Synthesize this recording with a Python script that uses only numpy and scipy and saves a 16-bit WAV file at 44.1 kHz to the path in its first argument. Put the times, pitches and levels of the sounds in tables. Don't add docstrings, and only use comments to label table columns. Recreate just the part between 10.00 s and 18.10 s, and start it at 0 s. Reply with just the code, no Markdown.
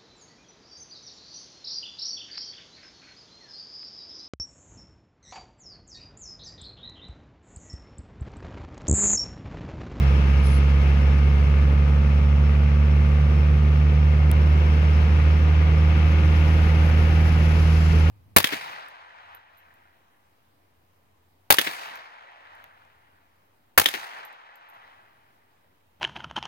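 import sys
import numpy as np
from scipy import signal
from scipy.fft import rfft, irfft
from scipy.io import wavfile
from scipy.ndimage import uniform_filter1d, minimum_filter1d

SR = 44100
rng = np.random.default_rng(int(sys.argv[2]) if len(sys.argv) > 2 else 0)


def wrap_up_sound(samples):
    columns = np.atleast_2d(samples).T
    tamed = np.clip(columns, -1, 1)
    steps = np.round(tamed * 32767).astype(np.int16)
    wavfile.write(sys.argv[1], SR, steps)


N = 357210
TIME, HZ = np.arange(N) / SR, np.fft.rfftfreq(N, 1 / SR)

# time_s, firing_hz
FIRING_RATE = [(0.0, 68.54), (0.7, 69.79), (2.3, 71.61), (3.8, 73.7), (5.6, 77.08), (6.4, 78.24),
               (7.6, 79.36), (8.1, 79.12)]
# time_s, level_db
ROAD_LEVEL = [(0.0, 1), (1.0, -0.4), (1.7, -3), (4.1, -2.5), (4.8, 0.2), (5.5, -0.5), (6.4, 3.5),
              (7.1, 2.5), (7.85, 3), (8.1, 7)]
# time_s, level_db
SPRAY_LEVEL = [(0, -5), (1.0, -6), (1.7, -10.5), (4.1, -9.5), (4.8, -5.5), (5.6, -8), (6.2, -5.5),
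               (6.4, -1), (7.1, -1), (7.85, 5), (8.1, 1.5)]


def gain_of(db):
    return 10 ** (np.asarray(db) / 20)


def over_time(rows):
    return np.interp(TIME, *np.transpose(rows))


def over_pitch(rows):
    hz, value = np.transpose(rows)
    return np.interp(np.log(HZ + 1), np.log(hz + 1), value)


def wander(rate_hz):
    slow = irfft(rfft(rng.standard_normal(N)) * np.exp(-(HZ / rate_hz) ** 2), N)
    return (slow - slow.mean()) / slow.std()


def resonance_db(resonances, hz):
    return sum(db / (1 + (2 * (hz - centre) / width) ** 2) for centre, width, db in resonances)


def in_cabin(pair, spectrum_db, right_lead_s=0.000469, direct_hz=1000):
    # frequency_hz, coherence_ratio
    likeness = [(130, 1), (220, .97), (290, .8), (480, .7), (600, .32), (1000, .22), (1500, .42),
                (2400, .42), (4000, .3), (14000, .28)]
    coherence = np.clip(over_pitch(likeness), 0, 1)
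    left, unrelated = rfft(pair)
    lead = np.exp(2j * np.pi * HZ * right_lead_s * (HZ > direct_hz))
    right = (coherence * left + np.sqrt(1 - coherence ** 2) * unrelated) * lead
    return irfft(np.array([left, right]) * gain_of(spectrum_db) * np.sqrt(SR / 2), N)


def noise(spectrum_db):
    return in_cabin(rng.standard_normal((2, N)), spectrum_db)


def narrow_noise(pitch_hz, width_hz, density_db):
    return noise(density_db - 20 * np.log10(1 + (2 * (HZ - pitch_hz) / width_hz) ** 2))


def tyre_rumble(bumps_db=1.5):
    # frequency_hz, density_db
    spectrum = [(15, -83), (27, -75.5), (38, -60), (52, -51), (100, -52.5), (150, -52), (190, -57),
                (235, -58), (285, -63.5), (430, -63), (520, -65), (650, -72), (1200, -73), (3000, -105),
                (14400, -106), (15400, -135)]
    level_db = -0.34 + 0.55 * over_time(ROAD_LEVEL) + bumps_db * wander(26)
    return noise(over_pitch(spectrum)) * gain_of(level_db)


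def air_rush(panels_db, panel_share=0.43, gusts_db=0.44):
    # frequency_hz, density_db
    spectrum = [(300, -96.5), (700, -72), (1050, -74), (1400, -71.5), (1750, -74.5), (2300, -75),
                (2700, -73), (3300, -79.5), (4500, -89.5), (6300, -93.5), (7500, -105), (9000, -118),
                (15500, -140)]
    road_db = over_time(ROAD_LEVEL)
    level_db = 1.1 + 0.89 * road_db - 0.081 * road_db ** 2 + gusts_db * wander(36)
    return noise(over_pitch(spectrum) + panel_share * panels_db) * gain_of(level_db)


def tyre_spray(splash_db=1.5):
    # frequency_hz, density_db
    spectrum = [(1500, -100), (3800, -87.5), (4600, -84.5), (5100, -85), (5500, -84.5), (6400, -92.5),
                (7400, -102), (8200, -103), (9200, -97), (10100, -93.5), (11600, -96), (13300, -101),
                (14000, -108), (15000, -116), (15600, -140)]
    return noise(over_pitch(spectrum)) * gain_of(over_time(SPRAY_LEVEL) + splash_db * wander(40))


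def high_sizzle(exponent=1.5):
    sizzle = narrow_noise(pitch_hz=7180, width_hz=560, density_db=-90)
    return sizzle * gain_of(exponent * over_time(SPRAY_LEVEL))


def tyre_roar(peak_s=6.95, width_s=0.45, gusts_db=2.5):
    # frequency_hz, density_db
    spectrum = [(350, -91), (560, -73.5), (700, -66), (870, -65.5), (1050, -79), (1450, -71), (2400, -76),
                (3500, -102)]
    swell = np.exp(-.5 * ((TIME - peak_s) / width_s) ** 2)
    return noise(over_pitch(spectrum)) * swell * gain_of(gusts_db * wander(20))


def dash_ring():
    # time_s, level_db
    levels = [(0, -2), (1.1, 1), (1.5, -10), (2.4, -8), (2.8, -5), (4.3, -10), (4.7, 3.5), (5.3, -2),
              (8.1, -5)]
    return narrow_noise(pitch_hz=2170, width_hz=60, density_db=-72.5) * gain_of(over_time(levels))


def gap_whistle(flutter_db=1.5):
    # time_s, level_db
    levels = [(0, 2.5), (1.05, 3), (1.3, 0), (1.85, -3), (2.25, 0), (2.65, -1), (3.5, 1.5), (3.7, -7),
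              (3.95, 1), (5.1, 3), (5.4, 0), (5.8, 0), (6.6, -2), (8.1, -5)]
    tone = narrow_noise(pitch_hz=5341, width_hz=50, density_db=-77.5)
    return tone * gain_of(over_time(levels) + flutter_db * wander(11))


def wiper(start_s=0.465, end_s=0.56, rise_db_per_s=426, fall_db_per_s=417, sag_db=3, judder_db=2.5,
          squeak_hz=10150, droop_hz=750, scatter_hz=250):
    # frequency_hz, density_db
    spectrum = [(2500, -101), (4000, -78.5), (7000, -88), (8300, -104), (9200, -87), (10100, -73),
                (10800, -87), (11300, -83), (12500, -102), (15000, -106)]
    fade_db = rise_db_per_s * np.maximum(start_s - TIME, 0) + fall_db_per_s * np.maximum(TIME - end_s, 0)
    sag = np.sin(np.pi * np.clip((TIME - start_s) / (end_s - start_s), 0, 1))
    pitch_hz = squeak_hz - droop_hz * sag + scatter_hz * np.array([wander(500), wander(500)])
    swish = gain_of(-3.5) * noise(over_pitch(spectrum))
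    squeak = gain_of(-46) * np.cos(2 * np.pi * np.cumsum(pitch_hz, axis=1) / SR)
    return (swish + squeak) * gain_of(judder_db * wander(120) - fade_db - sag_db * sag)


def tick(right_snap_db=-22, right_body_db=-5):
    # start_s, level_db
    contacts = [(4.3151, -9.5), (4.31547, -16)]
    # pitch_hz, life_s, level_db
    modes = [(3850, .00035, -13.5), (10200, .00022, -11), (12200, .00009, -.5)]
    out = np.zeros((2, N))
    for start_s, contact_db in contacts:
        t = np.maximum(TIME - start_s, 0)
        for k, (hz, life_s, mode_db) in enumerate(modes):
            sides = gain_of([[0], [right_snap_db if k else right_body_db]])
            envelope = 2 * t / life_s * np.exp(1 - 2 * t / life_s)
            out += sides * gain_of(contact_db + mode_db) * envelope * np.sin(2 * np.pi * hz * t)
    return out


def engine_whine(turns, panels_db, panel_share=2, drift_turns=0.071):
    # firing_multiple, level_db
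    orders = [(4.25, -57.5), (4.5, -53), (4.75, -55), (5.75, -55), (6.25, -56), (6.75, -59), (7, -61),
              (7.25, -58), (7.75, -60), (9, -58.5), (10, -58), (11, -60), (12, -58), (13, -57),
              (13.75, -59.5), (15, -61.3), (15.75, -64), (16, -59.5), (16.25, -65), (17, -60.7),
              (17.75, -64.5), (18, -58.9), (18.5, -65), (18.75, -65), (19, -65.5), (19.5, -64.5), (20, -64),
              (21, -65), (24, -64), (24.25, -65), (25, -63), (25.25, -65), (28, -70), (29, -69.5),
              (30, -72), (31, -70.5), (32, -71)]
    # frequency_hz, lead_turns
    left_lead = [(950, 0), (1150, -.15), (1205, -.3), (1255, 0), (1310, .1), (1400, .43), (1600, .45),
                 (1950, .3), (2170, 0)]
    out, firing_hz, lead = np.zeros((2, N)), over_time(FIRING_RATE), over_pitch(left_lead)
    for multiple, db in orders:
        hz = multiple * firing_hz
        level = gain_of(db + panel_share * np.array([np.interp(hz, HZ, side) for side in panels_db]))
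        apart = np.interp(hz, HZ, lead) / 2 + drift_turns * wander(1.3)
        out += level * np.cos(2 * np.pi * (multiple * turns + np.array([apart, -apart])))
    return np.sqrt(2) * out


def engine_clatter(turns, panels_db, panel_share=0.38, ring_s=0.019, unevenness=0.28, cylinders=4):
    # frequency_hz, density_db
    spectrum = [(30, -92.5), (55, -72.5), (170, -59), (260, -71.5), (480, -70.5), (650, -71.5), (1000, -77),
                (1300, -77.5), (1700, -78.5), (2400, -76.5), (3300, -90.5), (6000, -98.5), (8000, -112),
                (14000, -118), (15500, -140)]
    firings = np.flatnonzero(np.diff(np.floor(turns)))
    force = 1 + unevenness * rng.standard_normal(len(firings))
    t = TIME[:SR // 10]
    knocks = np.zeros((2, N))
    for cylinder in range(cylinders):
        blows = np.zeros(N)
        blows[firings[cylinder::cylinders]] = force[cylinder::cylinders]
        ring = rng.standard_normal((2, len(t))) * np.exp(-t / ring_s)
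        knocks += signal.oaconvolve(blows[None], ring, axes=1)[:, :N]
    return in_cabin(knocks / knocks.std(), over_pitch(spectrum) + panel_share * panels_db)


def engine_boom(turns, waver_db=0.5, firing_waver_db=-0.31, drift_turns=0.13,
                in_step_hz=72.73, slide_turns_per_hz=0.026):
    # firing_multiple, level_db
    orders = [(.5, -62.5), (.83, -43.5), (1, -15.82), (1.08, -47), (1.5, -46.5), (2, -27.1), (2.25, -44.5),
              (2.5, -44), (2.75, -50), (3, -37.4), (4, -57.5)]
    # centre_hz, width_hz, lift_db
    air_modes = [(39.9, 2.6, 29), (119, 5, 8), (147.6, 4, 3.5), (151.3, 2.6, -3), (158.6, .7, 2.8),
                 (171, 5, 5), (217, 16, 6.5), (231, 11, -21), (313.5, 15, 16)]
    out, firing_hz = np.zeros(N), over_time(FIRING_RATE)
    slide = slide_turns_per_hz * (firing_hz - in_step_hz)
    for multiple, db in orders:
        depth_db = firing_waver_db if multiple == 1 else waver_db
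        level = gain_of(db + resonance_db(air_modes, multiple * firing_hz) + depth_db * wander(12))
        drift = drift_turns * wander(2.5) if multiple % 1 else (multiple - 1) * slide
        out += level * np.cos(2 * np.pi * (multiple * turns + drift))
    return np.sqrt(2) * out


def scene():
    # centre_hz, width_hz, left_db, right_db
    panels = [(520, 60, 3.3, 2.7), (755, 50, 2.3, 2.3), (810, 50, -2, -5), (990, 70, -2.5, -2),
              (1095, 25, 2.5, 0), (1155, 35, 4, 4), (1205, 30, 3.7, 5), (1245, 30, 3, 2.5),
              (1280, 34, 5.5, 2.5), (1318, 20, -3, -2), (1358, 25, 3, 2), (1412, 30, 1, 3),
              (1462, 35, 3.5, 2), (1560, 70, 2.5, 3.5), (1700, 50, 4, 0), (2070, 50, 3.5, 1),
              (2172, 42, 7.5, 7), (2278, 44, 7, 3), (2420, 90, 0, 3), (2630, 90, 3.5, 3), (3180, 150, 4, 0)]
    # frequency_hz, left_minus_right_db
    balance = [(60, -1.67), (150, -1.84), (200, -4), (300, -1), (700, -0.5), (1000, 1.5), (1200, -0.7),
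               (1450, -0.5), (1750, 6), (2400, 8), (3200, 5), (4200, 4.5), (14000, -0.5)]
    stereo_panels = [(hz, width, np.array([[left], [right]])) for hz, width, left, right in panels]
    panels_db = resonance_db(stereo_panels, HZ)
    turns = np.cumsum(over_time(FIRING_RATE)) / SR + .5
    throb = 1 + 0.026 * np.cos(2 * np.pi * turns)
    engine = engine_boom(turns) + engine_clatter(turns, panels_db) + engine_whine(turns, panels_db)
    road = tyre_rumble() + (air_rush(panels_db) + tyre_spray()) * throb + tyre_roar()
    cab = engine + road + high_sizzle() + dash_ring() + gap_whistle() + wiper()
    sides = gain_of(np.outer([.5, -.5], over_pitch(balance)))
    return irfft(rfft(cab) * sides, N) + tick()


def limiter(x, threshold_db=-8.5, share=0.55, window_samples=900):
    needed_gain = np.minimum(gain_of(threshold_db) / (abs(x).max(0) + 1e-9), 1)
    held_gain = minimum_filter1d(needed_gain, window_samples)
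    return x * uniform_filter1d(held_gain, window_samples) ** share


def record(dry, notch_hz=8090, notch_width_hz=370, notch_db=-7.5, edge_hz=16500):
    port_db = resonance_db([(notch_hz, notch_width_hz, notch_db)], HZ)
    coloured = irfft(rfft(dry) * gain_of(port_db), N)
    low_pass = signal.firwin(511, edge_hz, window=("kaiser", 9), fs=SR)
    return signal.oaconvolve(limiter(coloured), low_pass[None], "same")


dry = scene()
out = record(dry)
wrap_up_sound(out)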